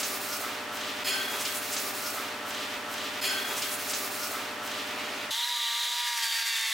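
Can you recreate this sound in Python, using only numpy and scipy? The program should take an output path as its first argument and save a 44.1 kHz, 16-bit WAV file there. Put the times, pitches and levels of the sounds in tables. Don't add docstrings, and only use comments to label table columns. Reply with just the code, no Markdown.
import sys
import numpy as np
from scipy import signal
from scipy.fft import rfft, irfft, next_fast_len
from scipy.io import wavfile

SR = 44100
rng = np.random.default_rng(int(sys.argv[2]) if len(sys.argv) > 2 else 0)


def store_pcm(level_fs):
    pcm = np.round(np.clip(level_fs, -1, 1) * 32767).astype(np.int16)
    wavfile.write(sys.argv[1], SR, np.atleast_2d(pcm).T)


N = 296952
T = np.arange(N) / SR
CUT_S = 5.305


def undb(db):
    return 10 ** (np.asarray(db) / 20)


def unit(x):
    return x / np.sqrt(np.mean(x ** 2) + 1e-20)


def curves(table):
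    times, *columns = np.transpose(table)
    return [np.interp(T, times, column) for column in columns]


def gain_at(hz, points):
    freqs, db = np.transpose(points)
    return undb(np.interp(np.log(hz + 1e-9), np.log(freqs), db))


def colour(x, points):
    size = next_fast_len(N)
    gain = gain_at(np.fft.rfftfreq(size, 1 / SR), points)
    return unit(irfft(rfft(x, size) * gain, size)[:N])


def ring(x, hz, width_hz):
    r = np.exp(-np.pi * width_hz / SR)
    feedback = [1, -2 * r * np.cos(2 * np.pi * hz / SR), r * r]
    return signal.lfilter([1, 0, -1], feedback, x) * np.sqrt((1 - r * r) / 2)


def ring_twice(x, hz, width_hz):
    return unit(ring(ring(x, hz, width_hz), hz, width_hz))


def noise():
    return rng.standard_normal(N)


def walk(rate):
    return 1.2 * np.interp(T * rate, np.arange(4096), rng.standard_normal(4096))


def grains(spread_db):
    hits = noise()
    sizes = np.minimum(rng.exponential(size=N // 8 + 1), 6).repeat(8)[:N]
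    return unit(hits * undb(spread_db * sizes))


def bursts(table, rise_s=0.00085):
    power = np.zeros(N)
    for start, db, decay_s in table:
        age = T[:N - int(start * SR)]
        blow = undb(db) * (1 - np.exp(-age / rise_s)) * np.exp(-np.minimum(age / decay_s, 20))
        power[int(start * SR):] += blow ** 2
    return np.sqrt(power)


def swell(start, length):
    return np.sin(np.pi * np.clip((T - start) / length, 0, 1))


def pulses(turns, scatter_db):
    at = np.flatnonzero(np.diff(np.floor(turns)) > 0)
    out = np.zeros(N)
    out[at] = undb(scatter_db * np.clip(rng.standard_normal(4096)[:len(at)], -2, 1))
    return out


def room(x, wet_db, t60_s, dull_hz):
    age = T[:SR]
    tails = rng.standard_normal((2, SR)) * undb(-60 * age / t60_s) * (age > .004)
    tails /= np.sqrt(np.sum(tails ** 2, axis=1, keepdims=True))
    dull = signal.sosfilt(signal.butter(2, dull_hz, fs=SR, output="sos"), x)
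    return x + undb(wet_db) * signal.fftconvolve(dull[None], tails, axes=1)[:, :N]


def machines():
    # (pitch [Hz], half width [Hz], level [dB], delay [s])
    housing = [(288, 16, -56, 0.01195), (275, 24, -59, 0.02553), (264, 28, -56, .041)]
    # (pitch [Hz], level [dB])
    hum_tones = [(55.3, -80), (95.7, -66.5), (110.6, -65.5), (165.8, -65.5), (221, -57), (400.4, -56),
                 (455.8, -60.5), (600, -48.5), (720, -58.5), (749.7, -72), (1304, -54), (1838, -55.5)]
    # (frequency [Hz], level [dB])
    fan_colour = [(30, -42), (60, -22), (110, -15), (190, -17), (260, -5.5), (340, -8), (400, -3),
                  (490, -5.5), (800, -2), (1270, -2.5), (1870, -3.5), (2770, -6.5), (7830, -20.5),
                  (12500, -25.5), (15000, -26)]
    strokes_per_s = 13.83
    pump = hum = 0
    for hz, half_width, db, delay in housing:
        beats = pulses((T - delay) * strokes_per_s, scatter_db=0.23)
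        pump += undb(db) * ring_twice(beats, hz, 2 * half_width)
    for hz, db in hum_tones:
        hum += np.sqrt(2) * undb(db + 0.25 * walk(6.7)) * np.sin(2 * np.pi * hz * T + 0.22 * walk(6.7))
    buzz = 1 + .1 * np.sin(2 * np.pi * 120 * T)
    rush = undb(-38 + 0.65 * walk(14)) * buzz * colour(noise(), fan_colour)
    bass_cut = signal.butter(1, 650, "high", fs=SR, output="sos")
    spread = signal.sosfilt(bass_cut, colour(noise(), fan_colour))
    return pump + hum + rush + undb(-45) * spread * np.array([[1], [-1]])


def distant_whine():
    # (pitch [Hz], pitch wander [Hz], level [dB])
    tones = [(1185, 15.66, -54.5), (1328, 15.9, -56.5), (1425, 26, -57), (1501, 26, -56)]
    out = np.zeros(N)
    for centre_hz, wander_hz, db in tones:
        size = np.sqrt(2) * undb(db + 3 * walk(11))
        hz = centre_hz + wander_hz * walk(14) + 8 * walk(120)
        out += size * np.sin(2 * np.pi * np.cumsum(hz) / SR)
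    return out


def rubbing():
    # (start [s], length [s], fine hiss [dB], coarse rasp [dB], release [s])
    strokes = [(3.195, 0.23, -39, -39, 0.022), (3.439, 0.161, -37.5, -42, .014),
               (3.596, 0.16, -36, -41, 0.01), (3.763, 0.1625, -36.5, -43.5, 0.0081),
               (3.935, 0.13, -34.5, -44.5, 0.033), (4.1, 0.18, -35, -44.5, 0.016),
               (4.289, 0.028, -36, -46, 0.1), (4.37, 0.1, -61, -42, 0.084), (4.62, 0.049, -42, -53, 0.025),
               (4.66, 0.25, -48.5, -41, 0.1), (4.965, 0.287, -51, -41, 0.035)]
    # (frequency [Hz], level [dB])
    hiss_colour = [(2000, -43), (4000, 1), (6000, 0.5), (8500, -0.5), (11000, -0.5), (13000, -0.5),
                   (16000, 1.5)]
    # (frequency [Hz], level [dB])
    grit_colour = [(600, -32), (1400, 3), (2500, 12), (3500, 9), (5000, 3), (7000, -1.5), (10000, -13),
                   (16000, -27)]
    # (start [s], length [s], pitch [Hz], width [Hz], level [dB])
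    skid_events = [(3.21, 0.073, 12300, 6000, -37.5), (3.561, 0.043, 6860, 3500, -35.5),
                   (3.699, 0.081, 9200, 4000, -36.5), (3.88, 0.048, 6260, 3000, -33.5),
                   (3.92, 0.066, 6150, 2000, -36.5), (4.204, 0.074, 5400, 600, -38.5),
                   (4.698, 0.14, 3630, 1200, -42)]
    # (time [s], level [dB], decay [s])
    scuff_events = [(3.619, -27, 0.02), (3.933, -26, 0.013), (4.675, -28.5, 0.0034), (4.714, -31.5, 0.0081)]
    # (frequency [Hz], level [dB])
    scuff_colour = [(300, -36), (1000, -6), (2800, 9), (4000, 6), (6000, 3), (8000, 1), (12000, -18),
                    (16000, -30)]
    grip_s = 0.012
    fine, coarse = np.zeros(N), np.zeros(N)
    for start, length, hiss_db, grit_db, release_s in strokes:
        age = np.maximum(T - start, 0)
        shape = (1 - np.exp(-age / grip_s)) * np.exp(-np.clip((age - length) / release_s, 0, 20))
        fine = np.hypot(fine, undb(hiss_db) * shape)
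        coarse = np.hypot(coarse, undb(grit_db) * shape)
    catch = undb(0.76 * walk(70))
    hiss = fine * colour(grains(spread_db=1.5), hiss_colour)
    grit = coarse * colour(grains(spread_db=1), grit_colour)
    skids = sum(undb(db) * swell(start, length) * unit(ring(grains(spread_db=-3), hz, width))
                for start, length, hz, width, db in skid_events)
    scuffs = colour(grains(spread_db=0.5), scuff_colour) * bursts(scuff_events)
    return catch * (hiss + grit) + skids + scuffs


def squeals():
    # (start [s], length [s], first pitch [Hz], last pitch [Hz], level [dB])
    glides = [(3.995, .095, 1155, 1190, -43.5), (4.15, .125, 1165, 1212, -46), (4.18, .11, 1325, 1305, -48),
              (4.19, .14, 1420, 1445, -49), (4.28, .13, 1300, 1300, -49), (4.55, .135, 1285, 1348, -46),
              (4.73, .125, 1178, 1186, -45.5)]
    out = np.zeros(N)
    for start, length, first_hz, last_hz, db in glides:
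        hz = np.interp(T, [start, start + length], [first_hz, last_hz]) + 6 * walk(120)
        out += np.sqrt(2) * undb(db) * swell(start, length) * np.sin(2 * np.pi * np.cumsum(hz) / SR)
    return out


def steel_part():
    # (pitch [Hz], time to fade 60 dB [s], level [dB], delay [s])
    notes = [(389, .3, -6, .015), (1530, .5, .5, .065), (1562, .45, -2.5, .065), (1841, 1.6, -13, .03),
             (1954, .4, -2, .01), (2439, .22, -.5, .01), (2580, .17, -.5, .01), (2760, .22, -1, .01),
             (3133, .4, -3, .01), (3319, 1.45, -4.8, .01), (3348, 1.45, -5.5, .01), (4345, .55, -2.5, 0),
             (4378, .5, .5, 0), (4807, .5, -9, 0), (5114, .4, .5, 0), (6480, .2, -10, 0),
             (6705, .22, .5, .003), (6735, .28, -2.5, .003), (7014, .3, -4.5, 0), (7477, .32, -2, 0),
             (8520, .35, -7, .005), (9420, .28, -7.5, .01), (10170, .25, -7.5, .012),
             (10420, .3, -5.5, .015), (10530, .3, -6, .015), (12240, .16, -9, .01), (12750, .22, -6, .012)]
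    # (time [s], level [dB], treble lost [dB per octave])
    judders = [(3.207, -43, 1), (3.237, -40, -.5), (3.262, -44, 0), (3.293, -44, .5), (3.32, -48, 1.5),
               (3.35, -50, 3), (3.39, -55, 4), (3.491, -54, 2), (3.62, -51, 2)]
    # (time [s], level [dB], decay [s])
    knocks = [(3.218, -41, 0.025), (3.238, -30, 0.029), (3.29, -30.5, 0.015)]
    # (frequency [Hz], level [dB])
    knock_colour = [(300, -39), (1000, -4), (2800, 14), (3700, 6), (4800, 9), (5900, -4), (7000, -7),
                    (8200, -21), (12000, -17), (16000, -30)]
    out, age = np.zeros(N), T[:SR]
    for hz, t60_s, db, delay_s in notes:
        power = np.zeros(N)
        decay = undb(-60 * age / t60_s) * (1 - np.exp(-age / .004))
        for time, bump_db, softness_db in judders:
            start = int((time + delay_s) * SR)
            size = undb(bump_db + db - softness_db * np.log2(hz / 4000))
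            power[start:start + SR] += (size * decay) ** 2
        cycles = np.cumsum(hz * (1 + .003 * min(hz / 5500, 1) * walk(180))) / SR
        flutter = .95 + .33 * walk(80)
        tone = np.sqrt(2) * flutter * np.sin(2 * np.pi * (cycles + rng.random()))
        scrape = ring(noise(), hz, width_hz=110 * np.sqrt(hz / 4000))
        out += np.sqrt(power) * (tone + undb(-10) * scrape)
    return out + colour(grains(spread_db=0), knock_colour) * bursts(knocks)


def drum_rasp(turns):
    # (time [s], pitch [Hz])
    ring_pitch = [(5.31, 3386), (5.4, 3723), (5.65, 3734), (5.85, 3840), (6.05, 3560), (6.7, 3560)]
    # (frequency [Hz], level [dB])
    slap_colour = [(2600, -18), (3000, -1.5), (3500, -1), (4020, 1.5), (4300, -9), (5000, -18)]
    slap_decay_s, spread_hz = .00036, 240
    slaps = pulses(turns + .06 * walk(240), scatter_db=2.4)
    age = T[:SR // 200] / slap_decay_s
    loudness = np.convolve(slaps, age ** 2 * np.exp(-age))[:N]
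    hz = curves(ring_pitch)[0] + spread_hz * walk(450)
    high_ring = colour(loudness * np.sin(2 * np.pi * np.cumsum(hz) / SR), slap_colour)
    low_ring = ring_twice(slaps, hz=2020, width_hz=460)
    return high_ring + undb(-12) * low_ring


def vane_whine(hz, turns, load_db):
    # (time [s], vane tone [dB], whistle [dB], overtones [dB])
    tone_levels = [(5.31, -45, -53, -54), (5.42, -42.5, -52, -47), (5.56, -44, -46, -53),
                   (5.66, -44.5, -50, -46), (5.88, -44, -50, -51), (5.98, -39, -44, -47),
                   (6.13, -38.5, -42, -44.5), (6.19, -42.5, -50, -48), (6.26, -43, -36.5, -50),
                   (6.5, -49, -37.5, -42), (6.58, -52, -42, -43), (6.66, -49, -43, -41),
                   (6.72, -53, -43, -43)]
    # (time [s], level [dB])
    side_levels = [(5.31, -51), (5.53, -55), (5.59, -47), (5.76, -47), (5.82, -53), (6.15, -47), (6.3, -54),
                   (6.72, -52)]
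    # (order [cycles per turn], level offset [dB])
    overtones = [(8, -1), (9, -3), (10, -4), (12, -1.5), (16, 2)]
    # (frequency [Hz], level [dB])
    whine_colour = [(120, -63), (235, -26.5), (470, -21), (720, -19), (1350, -12), (1650, 0.5), (2050, 5),
                    (2300, 1), (2550, -3), (3000, -9), (3300, 2), (3900, -7), (4300, -18), (5500, -12),
                    (8300, -32), (15000, -24)]
    vanes, side_order, whistle_order = 4, 5, 20
    angle = 2 * np.pi * turns
    vane_db, whistle_db, overtone_db = curves(tone_levels)
    side_db = curves(side_levels)[0]
    out = undb(vane_db + 1.5 * walk(25)) * np.sin(vanes * angle)
    out += undb(side_db + 1.6 * walk(14)) * np.sin(side_order * angle)
    out += undb(whistle_db + 0.98 * walk(22)) * np.sin(whistle_order * angle + 0.35 * walk(60))
    for order, db in overtones:
        out += undb(overtone_db + db + 2 * walk(22)) * np.sin(order * angle + .4 * walk(60))
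    for order in np.setdiff1d(np.arange(1, 41), (vanes, side_order, whistle_order, *dict(overtones))):
        flutter_db = 2.8 * walk(18)
        growth_db = (.95 if order > 3 else -.7) * load_db
        size = undb(-52 + growth_db + flutter_db) * gain_at(order * hz, whine_colour)
        out += size * np.sin(order * angle + rng.uniform(0, 2 * np.pi) + 0.5 * walk(40))
    return np.sqrt(2) * out


def drum_howl(turns):
    start_s, rise_s = 6.51, .18
    rub = noise() * (1 + .6 * np.sin(2 * np.pi * turns))
    fade_in = np.clip((T - start_s) / rise_s, 0, 1)
    return undb(-39) * fade_in * ring_twice(rub, hz=2100, width_hz=370)


def grinder():
    # (time [s], speed [turns per second])
    speed = [(5.31, 221), (5.38, 235.7), (5.5, 241.7), (5.68, 233.8), (5.83, 238), (6.04, 240.4),
             (6.12, 238.7), (6.25, 230), (6.5, 230.2), (6.56, 227), (6.68, 224)]
    # (time [s], rasp [dB], grinding [dB], exhaust air [dB])
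    noise_levels = [(5.31, -35.5, -43, -32.5), (5.6, -34.5, -43, -36), (5.7, -35, -42, -34.5),
                    (5.88, -36.5, -41.5, -33), (6.05, -39, -35, -36.5), (6.25, -56, -34, -36),
                    (6.45, -54, -33.5, -36.5), (6.72, -49, -34.5, -36)]
    # (frequency [Hz], level [dB])
    grinding_colour = [(60, -58), (118, -36), (190, -54), (300, -47), (1000, -17), (1450, -9.5), (1750, 1),
                       (2200, -2.5), (2500, -4.5), (3600, -6), (5000, -4.5), (9000, -10.5), (16000, -16.5)]
    # (frequency [Hz], level [dB])
    air_colour = [(40, -61), (120, -42), (170, -39), (290, -32), (420, -21.5), (620, -12), (1000, -5.5),
                  (1400, -3), (2000, -1), (2550, -6), (3100, 5.5), (3800, 8.5), (4400, 1.5), (5100, -3.5),
                  (5600, -0.5), (6400, -1), (7200, -2.5), (8000, -3), (8700, -8.5), (9700, -7.5),
                  (11500, -6), (13000, -12), (16000, -10.5)]
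    hz = curves(speed)[0]
    turns = np.cumsum(hz) / SR
    rasp_db, grinding_db, air_db = curves(noise_levels)
    rasp = undb(rasp_db) * drum_rasp(turns)
    grinding = undb(grinding_db + 1.85 * walk(45)) * colour(grains(spread_db=2.2), grinding_colour)
    air = undb(air_db + .5 * walk(25)) * colour(noise(), air_colour)
    whine = vane_whine(hz, turns, load_db=grinding_db - grinding_db[T > CUT_S].mean())
    noises = room(rasp + grinding + drum_howl(turns) + air, wet_db=-11, t60_s=0.084, dull_hz=11400)
    return noises + room(whine, wet_db=-28, t60_s=0.48, dull_hz=9000)


def scene():
    # (start [s], end [s], copied from [s])
    splices = [(0, 1.037, 3.904), (1.037, 2.772, 3.206), (2.772, 3.206, 4.507)]
    bench = machines() + distant_whine()
    bench = bench + room(rubbing() + steel_part() + squeals(), wet_db=-5.5, t60_s=0.2, dull_hz=9900)
    bench *= np.where(T < 3.206, 1, np.clip((T - 3.204) / .014, 0, 1))
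    for start, end, source in (np.array(splices) * SR).astype(int):
        bench[:, start:end] = bench[:, source:source + end - start]
    switch = np.clip((T - CUT_S) / .004, 0, 1)
    return (1 - switch) * bench + switch * grinder()


def record(dry):
    balanced = dry * undb(np.array([[-.25], [.25]]))
    return signal.sosfilt(signal.ellip(12, .1, 80, 15800, fs=SR, output="sos"), balanced)


dry = scene()
out = record(dry)
store_pcm(out)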